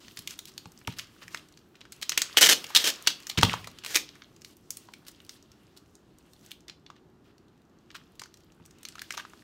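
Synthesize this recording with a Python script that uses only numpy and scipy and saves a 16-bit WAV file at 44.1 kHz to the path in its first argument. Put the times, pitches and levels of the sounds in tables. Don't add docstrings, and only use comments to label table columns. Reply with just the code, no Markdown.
import sys
import numpy as np
from scipy import signal
from scipy.io import wavfile
from scipy.ndimage import uniform_filter1d

SR = 44100
rng = np.random.default_rng(int(sys.argv[2]) if len(sys.argv) > 2 else 0)


def store_pcm(level_fs):
    pcm = np.round(np.clip(level_fs, -1, 1) * 32767).astype(np.int16)
    wavfile.write(sys.argv[1], SR, np.atleast_2d(pcm).T)


N = 415863
HZ = np.fft.rfftfreq(4096, 1 / SR)
LEAD_S = .002

# time in seconds, level in dB, gain above about 6 kHz in dB.
FINE_RUSTLE = [(0.0, -59, 4), (0.47, -66.5, 4.5), (1.43, -58.5, -3), (1.56, -72, 3), (1.85, -67, -3),
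               (2.23, -49, -2.5), (2.92, -47, -2.5), (3.17, -54.5, 0), (3.37, -54.5, -4), (3.5, -34.5, -5),
               (3.67, -57, -4), (4.15, -59.5, -5), (4.59, -74.5, 4.5), (4.79, -68, 4), (5.18, -65.5, 0),
               (6.15, -74.5, 1), (6.45, -73, 10.5), (7.04, -81, -26), (7.7, -77, -6), (8.01, -67.5, -3),
               (8.6, -72.5, -1.5), (8.78, -64.5, -4), (9.1, -58.5, -0.5), (9.43, -64.5, 2)]


def gain_of(db):
    return 10 ** (np.asarray(db) / 20)


def evened(x):
    return x / np.sqrt(np.mean(x ** 2) + 1e-20)


def read(points, hz):
    f, value = np.transpose(points)
    return np.interp(np.log(hz + 1), np.log(f + 1), value)


def add(mix, s, sound):
    part = mix[round(s * SR):][:len(sound)]
    part += sound[:len(part)]


def colour(x, db):
    log_gain = np.log(gain_of(np.maximum(db, -100)))
    both_sides = np.concatenate([log_gain, log_gain[-2:0:-1]])
    spectrum = np.exp(np.conj(signal.hilbert(both_sides)))
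    taps = np.fft.ifft(spectrum).real[:1024]
    return signal.oaconvolve(x, taps)[:len(x)]


def clicks(length, per_s, spread_db):
    chance, side = rng.random((2, length))
    size = gain_of(spread_db * np.minimum(rng.exponential(1, length), 4))
    return size * np.sign(side - .5) * (chance < per_s / SR)


def pull(rows):
    # frequency in Hz, relative level in dB per Hz.
    peel_spectrum = [(88, -49), (150, -18), (457, -6), (1120, -13.5), (1760, -2), (2650, -6.5), (2980, -12),
                     (3550, -5), (6020, -3), (10600, -14), (13700, -13.5), (16000, -23.5)]
    strip_hz, strip_width_hz = 3110, 400
    s, level_db, drum_db = np.transpose(rows)
    t = np.arange(s[0], s[-1], 1 / SR)
    clumps = evened(uniform_filter1d(rng.standard_normal(len(t)), 90))
    slips = clicks(len(t), 4100, 1.0) * gain_of(2.5 * clumps)
    rasp = evened(colour(slips, read(peel_spectrum, HZ)))

    r = np.exp(-np.pi * strip_width_hz / SR)
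    poles = [1, -2 * r * np.cos(2 * np.pi * strip_hz / SR), r * r]
    drum = evened(signal.lfilter([1, 0, -1], poles, slips))
    sound = rasp + gain_of(np.interp(t, s, drum_db)) * drum

    onset, release = (t - s[0]) / 0.0014, (s[-1] - t) / 0.0029
    ends = np.minimum(np.minimum(onset, release), 1)
    return s[0], gain_of(np.interp(t, s, level_db)) * evened(sound) * ends


def jerk(start, length, start_db, end_db, drum_db):
    let_go_s, let_go_db = .008, -12
    end = start + length
    return pull([(start, start_db, drum_db),
                 (end, end_db, drum_db),
                 (end + let_go_s, end_db + let_go_db, drum_db)])


def pulls():
    # start in seconds, length in seconds, level at start in dB,
    # level at end in dB, drumming of the taut strip relative to the rasp in dB.
    tape_jerks = [(2.37, .017, -14.5, -16, -3), (2.41, .012, -16, -17.5, -4), (2.423, .014, -12, -11.5, -1),
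                  (2.436, 0.038, -18, -16, -5.5), (2.487, 0.045, -14.5, -17, -5.5),
                  (2.784, .05, -33, -34.5, -6), (2.84, 0.036, -21.5, -27.5, -1.5),
                  (2.871, .035, -17.5, -32, -6), (3.859, 0.069, -45.5, -37.5, -11),
                  (3.932, .03, -44.5, -21.5, -17), (3.965, .012, -22.5, -39.5, -19)]
    out = np.zeros(N)
    for row in tape_jerks:
        add(out, *jerk(*row))
    return out


def snap(db, hz, treble_db, low_db, t60, width=.5, lift_db=8):
    t = np.arange(3000) / SR - LEAD_S
    shape = np.where(t < 0, gain_of(11000 * t), gain_of(-60 * t / t60))
    slips = evened(clicks(3000, 8000, 3))
    swarm = .45 * slips * shape
    swarm[round(LEAD_S * SR)] = 2.8

    slope = read([(200, low_db - 11.5), (800, low_db), (1800, -5), (6500, 1.5 + 0.41 * treble_db),
                  (11500, treble_db), (16000, treble_db - 4)], HZ)
    peak_db = lift_db + 2.2 * np.log2(4000 / hz)
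    octaves_off = np.log2((HZ + 1) / hz)
    resonance = peak_db * np.exp(-(octaves_off / width) ** 2)
    sound = colour(swarm, slope + resonance)
    envelope = abs(signal.hilbert(sound))
    return gain_of(db) * sound / envelope.max()


def snaps(rows, low_db, t60):
    low_db_per_octave = -6
    out = np.zeros(N)
    for s, db, hz, treble_db in rows:
        octaves = np.log2(hz / 4000)
        add(out, s - LEAD_S, snap(db, hz, treble_db, low_db + low_db_per_octave * octaves, t60))
    return out


def cracks():
    # time in seconds, peak level in dB, brightest frequency in Hz,
    # spectral level at 11.5 kHz in dB.
    crack_events = [(1.7548, -41, 2720, -33), (1.8084, -36, 2750, -19), (1.8138, -30, 3600, -37),
                    (1.8537, -36, 1520, -31), (1.9222, -24, 8300, -4), (1.9272, -32.5, 4600, -24),
                    (2.0152, -27.5, 3053, -8.5), (2.0242, -21, 3100, -15.5), (2.0284, -14.5, 4060, -15.5),
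                    (2.0948, -7, 6223, -10.5), (2.12, -15, 3140, -20), (2.1287, -25, 1938, -25),
                    (2.1769, -3, 2956, -12.5), (2.2189, -2.5, 6140, -14.5), (2.3668, -23, 3074, -20),
                    (2.3719, -1, 3168, -16), (2.4106, -3, 7274, -8.5), (2.4153, -2, 4910, -7.5),
                    (2.4172, -3, 6764, -9.5), (2.4224, -0.5, 3077, -14), (2.6426, -21.5, 2744, -16),
                    (2.667, -27.5, 6500, -24.5), (2.696, -31.5, 3503, -13.5), (2.704, -29.5, 900, -26),
                    (2.7502, 0, 3800, -12.5), (2.754, -2.5, 3940, -12.5), (2.7607, 3, 3678, -14.5),
                    (2.7647, 1.5, 3657, -17.5), (2.7669, -6, 3767, -16), (2.7731, -1, 3920, -11),
                    (3.065, -26, 3496, -27.5), (3.0734, -1, 3656, -19), (3.0771, -3.5, 3754, -17),
                    (3.1029, -19, 3630, -21), (3.2694, -20.5, 6240, -12.5), (3.2944, -24.5, 7060, -3),
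                    (3.2982, -17, 3620, -11.5), (3.3008, -18, 4180, -15.5), (3.3148, -24, 3605, -19),
                    (3.3751, -14.5, 3200, -29), (3.3777, -12, 3290, -26), (3.381, -12.5, 3360, -22.5),
                    (3.3854, -11.5, 2383, -22.5), (3.3878, -13.5, 2437, -22), (3.4125, -13.5, 5950, -23.5),
                    (3.426, -14, 1163, -22), (3.4313, -1.5, 3300, -18), (3.4499, -10.5, 3230, -20),
                    (3.5326, -14.5, 2920, -25), (3.5392, -16, 1184, -23), (3.6441, -28, 2300, -18),
                    (3.6731, -24, 1100, -16), (3.7873, -30.5, 3500, -16), (3.8378, -27.5, 2590, -21.5),
                    (3.8484, -22, 2976, -16), (3.8628, -16, 3000, -11), (3.918, -36, 3800, -18),
                    (3.9463, -12, 2410, -6), (3.9558, -7, 5230, -17), (3.9607, -2, 3073, -4.5),
                    (3.9712, -7, 2200, -17.5)]
    return snaps(crack_events, low_db=-12, t60=.028)


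def ticks():
    count, over_db, range_db, cap_db = 45, 19, 6, -60
    when, pitch, size, shine = rng.random((count, 4)).T
    s = .01 + when * (N / SR - .02)
    rustle_db = np.interp(s, *np.transpose(FINE_RUSTLE)[:2])
    db = np.minimum(rustle_db, cap_db) + over_db + range_db * size
    return zip(s, db, 3000 * 2.5 ** pitch, -14 + 14 * shine)


def creases():
    # time in seconds, peak level in dB, brightest frequency in Hz,
    # spectral level at 11.5 kHz in dB.
    crease_events = [(.0826, -32, 3550, -30.5), (.1117, -41, 2910, -27), (.1728, -23, 3530, -13),
                     (.1909, -21, 4000, 0), (.2751, -14.5, 3060, -12), (.3082, -24, 5930, -11),
                     (.391, -21.5, 3700, -11), (.4554, -26.5, 3640, -2), (.4838, -30, 4350, 2),
                     (.5187, -42, 6760, -20), (.5794, -20.5, 3700, -9.5), (.657, -32, 920, -30),
                     (.7196, -37, 5900, 1), (.8148, -40, 1840, -41), (.8746, -17, 2670, -15),
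                     (.9254, -39, 3850, -13), (.9864, -22, 5800, -6), (.9904, -21.5, 5750, -21),
                     (.9956, -18, 2450, -17), (1.2299, -34, 2030, -31), (1.2809, -28, 1920, -18),
                     (1.3466, -16.5, 1850, -20.5), (1.3739, -26.5, 3640, -15), (1.5247, -42, 5810, -10),
                     (1.5742, -37, 5470, -21), (4.0909, -27, 3920, -26), (4.1556, -38.5, 1900, -36),
                     (4.2208, -32, 4240, -58), (4.3641, -42, 5940, -14), (4.4191, -33, 6040, -16),
                     (4.4479, -25.5, 4470, -14), (4.5692, -38, 6050, 10), (4.7063, -13.5, 6320, 3),
                     (4.715, -32, 6400, 3), (4.771, -21, 8980, 0), (4.8876, -36.5, 934, -49),
                     (4.9376, -29.5, 2800, -18), (5.0837, -24, 3300, 1), (5.1155, -37.5, 6890, 3),
                     (5.2031, -38.5, 3040, -45), (5.2495, -38, 3660, 2), (5.2942, -24.5, 5800, -19),
                     (5.4264, -41, 5840, -10), (5.5178, -40, 5550, -14), (5.7741, -33, 4280, -4),
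                     (5.9538, -37.5, 7170, -11), (6.1856, -40.5, 7080, 0), (6.3346, -37, 3560, -4),
                     (6.4629, -34, 5900, -1), (6.5093, -34, 3290, -9), (6.5166, -23, 3080, -7),
                     (6.6066, -42.5, 7300, -12), (6.6826, -33, 4580, -26), (6.6903, -37.5, 2500, -42),
                     (6.6975, -26.5, 4400, -31), (6.8646, -34.5, 4000, -42), (6.9021, -32, 1080, -35.5),
                     (6.9644, -44, 1645, -31.5), (7.3817, -45, 5230, -15), (7.9046, -35.5, 2650, -44),
                     (7.9144, -38, 3850, -19), (7.9526, -27.5, 1310, -25), (8.1961, -23, 5900, -17),
                     (8.218, -27, 1100, -19), (8.2371, -30.5, 5920, -25), (8.2585, -37.5, 1340, -21),
                     (8.3417, -35, 6050, -14), (8.3724, -42, 5990, -11), (8.5213, -45, 6460, -20),
                     (8.6544, -39, 6100, -10), (8.6611, -35, 7330, -3), (8.7098, -41, 5970, -15),
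                     (8.786, -42, 7030, -7), (8.8322, -29.5, 7470, -10), (8.8527, -21.5, 4460, -20),
                     (8.8873, -23, 8860, -18), (8.9553, -30, 1370, -21), (8.9829, -32.5, 1430, -24),
                     (8.9939, -23, 4200, -20), (9.0187, -19, 1530, -8), (9.1071, -16, 1830, -17.5),
                     (9.1158, -35, 5230, -23), (9.1241, -22.5, 5920, -8), (9.173, -25, 5920, -25),
                     (9.1772, -19.5, 1190, -20), (9.1982, -26.5, 1370, -37), (9.2515, -29.5, 1260, -45),
                     (9.3351, -35, 1160, -47)]
    return snaps([*crease_events, *ticks()], low_db=-18.5, t60=.019)


def crinkle(rows, per_s, slide, patchy_db):
    # frequency in Hz, gain in dB.
    film_spectrum = [(290, -46), (500, 6.5), (795, -13), (1140, -2), (2330, -7.5), (2770, -2.5), (3920, -6),
                     (4340, -7), (13100, -18), (16000, -21)]
    s, level_db, treble_db = np.transpose(rows)
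    t = np.arange(s[0], s[-1], 1 / SR)
    film = np.zeros(len(t))
    for hz in (900, 1500, 2400, 3900, 6300, 10000, 15500):
        puffs = 5 * signal.lfilter([1], [1, -.975], abs(clicks(len(t), per_s, 3)))
        drift = evened(signal.lfilter([1], [1, -.9994], rng.standard_normal(len(t))))
        strength = puffs + slide * gain_of(patchy_db * drift)
        grain = strength * rng.standard_normal(len(t))
        film += signal.lfilter(*signal.butter(2, [hz / 1.3, hz * 1.3], "band", fs=SR), grain)
    film = evened(colour(film, read(film_spectrum, HZ)))

    low = signal.lfilter(*signal.butter(2, 6000, fs=SR), film)
    film = low + gain_of(np.interp(t, s, treble_db)) * (film - low)
    fades = signal.windows.tukey(len(t), 400 / len(t))
    return s[0], gain_of(np.interp(t, s, level_db)) * film * fades


def scrunch(start, length, db, treble_db):
    rows = [(start, db, treble_db), (start + length, db - 3, treble_db)]
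    return crinkle(rows, per_s=100, slide=3.5, patchy_db=3)


def scrunches():
    # start in seconds, length in seconds, level in dB, gain above about 6 kHz in dB.
    wrap_bursts = [(0.167, 0.031, -51, 3), (0.292, .053, -56.5, 12), (0.47, 0.032, -57, 9),
                   (.88, 0.066, -49, -2.5), (0.963, 0.086, -50.5, -0.5), (1.215, 0.031, -47, -3.5),
                   (1.304, 0.096, -54, 2), (4.131, .04, -60, -14), (4.451, .09, -70, 10.5),
                   (4.722, 0.14, -68.5, 10), (5.064, 0.035, -53.5, 6), (5.298, .08, -64.5, 7.5),
                   (5.625, 0.12, -72.5, -14), (5.762, 0.025, -60, 5), (6.25, 0.057, -68, -6),
                   (6.423, 0.094, -62, 1), (6.952, .04, -65, -10), (7.247, 0.072, -65, -7),
                   (7.943, 0.03, -43, -2), (9.135, 0.021, -39.5, -5), (9.174, 0.038, -39, -6.5)]
    out = np.zeros(N)
    for row in wrap_bursts:
        add(out, *scrunch(*row))
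    return out


def ring(modes, rise_s):
    t = np.arange(9000) / SR
    out = np.zeros(len(t))
    for hz, db, t60 in modes:
        struck_db = db + 1.5 * rng.standard_normal()
        out += gain_of(struck_db - 60 * t / t60) * np.sin(2 * np.pi * hz * t)
    out = out * (1 - np.exp(-t / rise_s))
    return out / abs(out).max()


def thuds():
    # time in seconds, peak level of the boom in dB,
    # hardness as the level of the spool relative to the boom in dB.
    blow_events = [(0.187, -46, -25.5), (0.657, -41, -2), (0.878, -29, 8), (1.25, -48, -11),
                   (1.346, -50, 19.5), (3.378, -17.5, -25), (3.392, -25.5, -24.5), (3.4312, -15.5, 14.5),
                   (3.451, -24, -9), (3.472, -26.5, -8), (3.539, -38.5, 18), (8.6, -46, -0.5)]
    # frequency in Hz, level in dB, t60 in seconds.
    table_modes = [(114.1, 3.5, 0.07), (168, 2.5, 0.09), (233, -1, .06), (338, -4.5, 0.042),
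                   (428, -7.5, 0.039), (600, -12.5, .03)]
    spool_modes = [(930, 1, 0.047), (1210, 9.5, 0.013), (1430, -5, 0.018)]
    out = np.zeros(N)
    for s, db, hard_db in blow_events:
        add(out, s, gain_of(db + hard_db) * ring(spool_modes, rise_s=0.000043))
        add(out, s + 0.0015, gain_of(db) * ring(table_modes, rise_s=0.0045))
    return out


def room(x):
    # frequency in Hz, t60 in seconds.
    decay_times = [(200, 0.64), (600, .35), (1500, 0.18), (4000, 0.27), (10000, 0.18)]
    taps = np.zeros(SR // 2)
    at = np.arange(200, SR // 2 - 16, 16)
    taps[at + rng.integers(0, 16, len(at))] = rng.choice([-1., 1.], len(at))
    hz, t, z = signal.stft(taps, SR, nperseg=256)
    decay = gain_of(-60 * t / read(decay_times, hz)[:, None])
    tail = signal.istft(z * decay, SR, nperseg=256)[1]
    return signal.oaconvolve(x, tail / np.linalg.norm(tail))[:N]


def rumble():
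    # frequency in Hz, relative level in dB per Hz.
    rumble_spectrum = [(12, -46.5), (20, -4.5), (53, -3), (182, 0.5), (241, -1.5), (357, 0.5), (485, -12),
                       (1400, -18.5), (2320, -28.5), (2750, -28), (6910, -34.5), (10200, -41.5),
                       (14300, -41), (16000, -53)]
    rumble_db = -59
    frames, hz = N // 256 + 5, np.fft.rfftfreq(1024, 1 / SR)
    a, b, patches = rng.standard_normal((frames, 513, 3)).T
    patches = uniform_filter1d(patches, 10, 0)
    patches = evened(uniform_filter1d(patches, 14, 1))
    z = (a + 1j * b) * gain_of(read(rumble_spectrum, hz)[:, None] + .8 * patches)
    noise = signal.istft(z, nperseg=1024, noverlap=768)[1][:N]
    return gain_of(rumble_db) * evened(noise)


def scene():
    room_db, blow_room_db = -11, -6
    near = pulls() + cracks() + creases()
    add(near, *crinkle(FINE_RUSTLE, per_s=5, slide=.7, patchy_db=2.5))
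    near += scrunches()
    blows = thuds()
    wet = gain_of(room_db) * room(near + gain_of(blow_room_db) * blows)
    return (near + blows + wet + rumble())[None]


def record(dry):
    # frequency in Hz, gain in dB.
    mic_response = [(6000, -0.5), (8500, -1.5), (10500, -2), (13000, 0.5)]
    edge_hz = 15850
    coloured = colour(dry[0], read(mic_response, HZ))
    thin = signal.sosfilt(signal.butter(2, 45, "high", fs=SR, output="sos"), coloured)
    soft = thin / (1 + (thin / .92) ** 4) ** .25
    band_limit = signal.firwin(511, edge_hz, window=("kaiser", 9), fs=SR)
    return signal.oaconvolve(soft, band_limit, "same")[None]


dry = scene()
out = record(dry)
store_pcm(out)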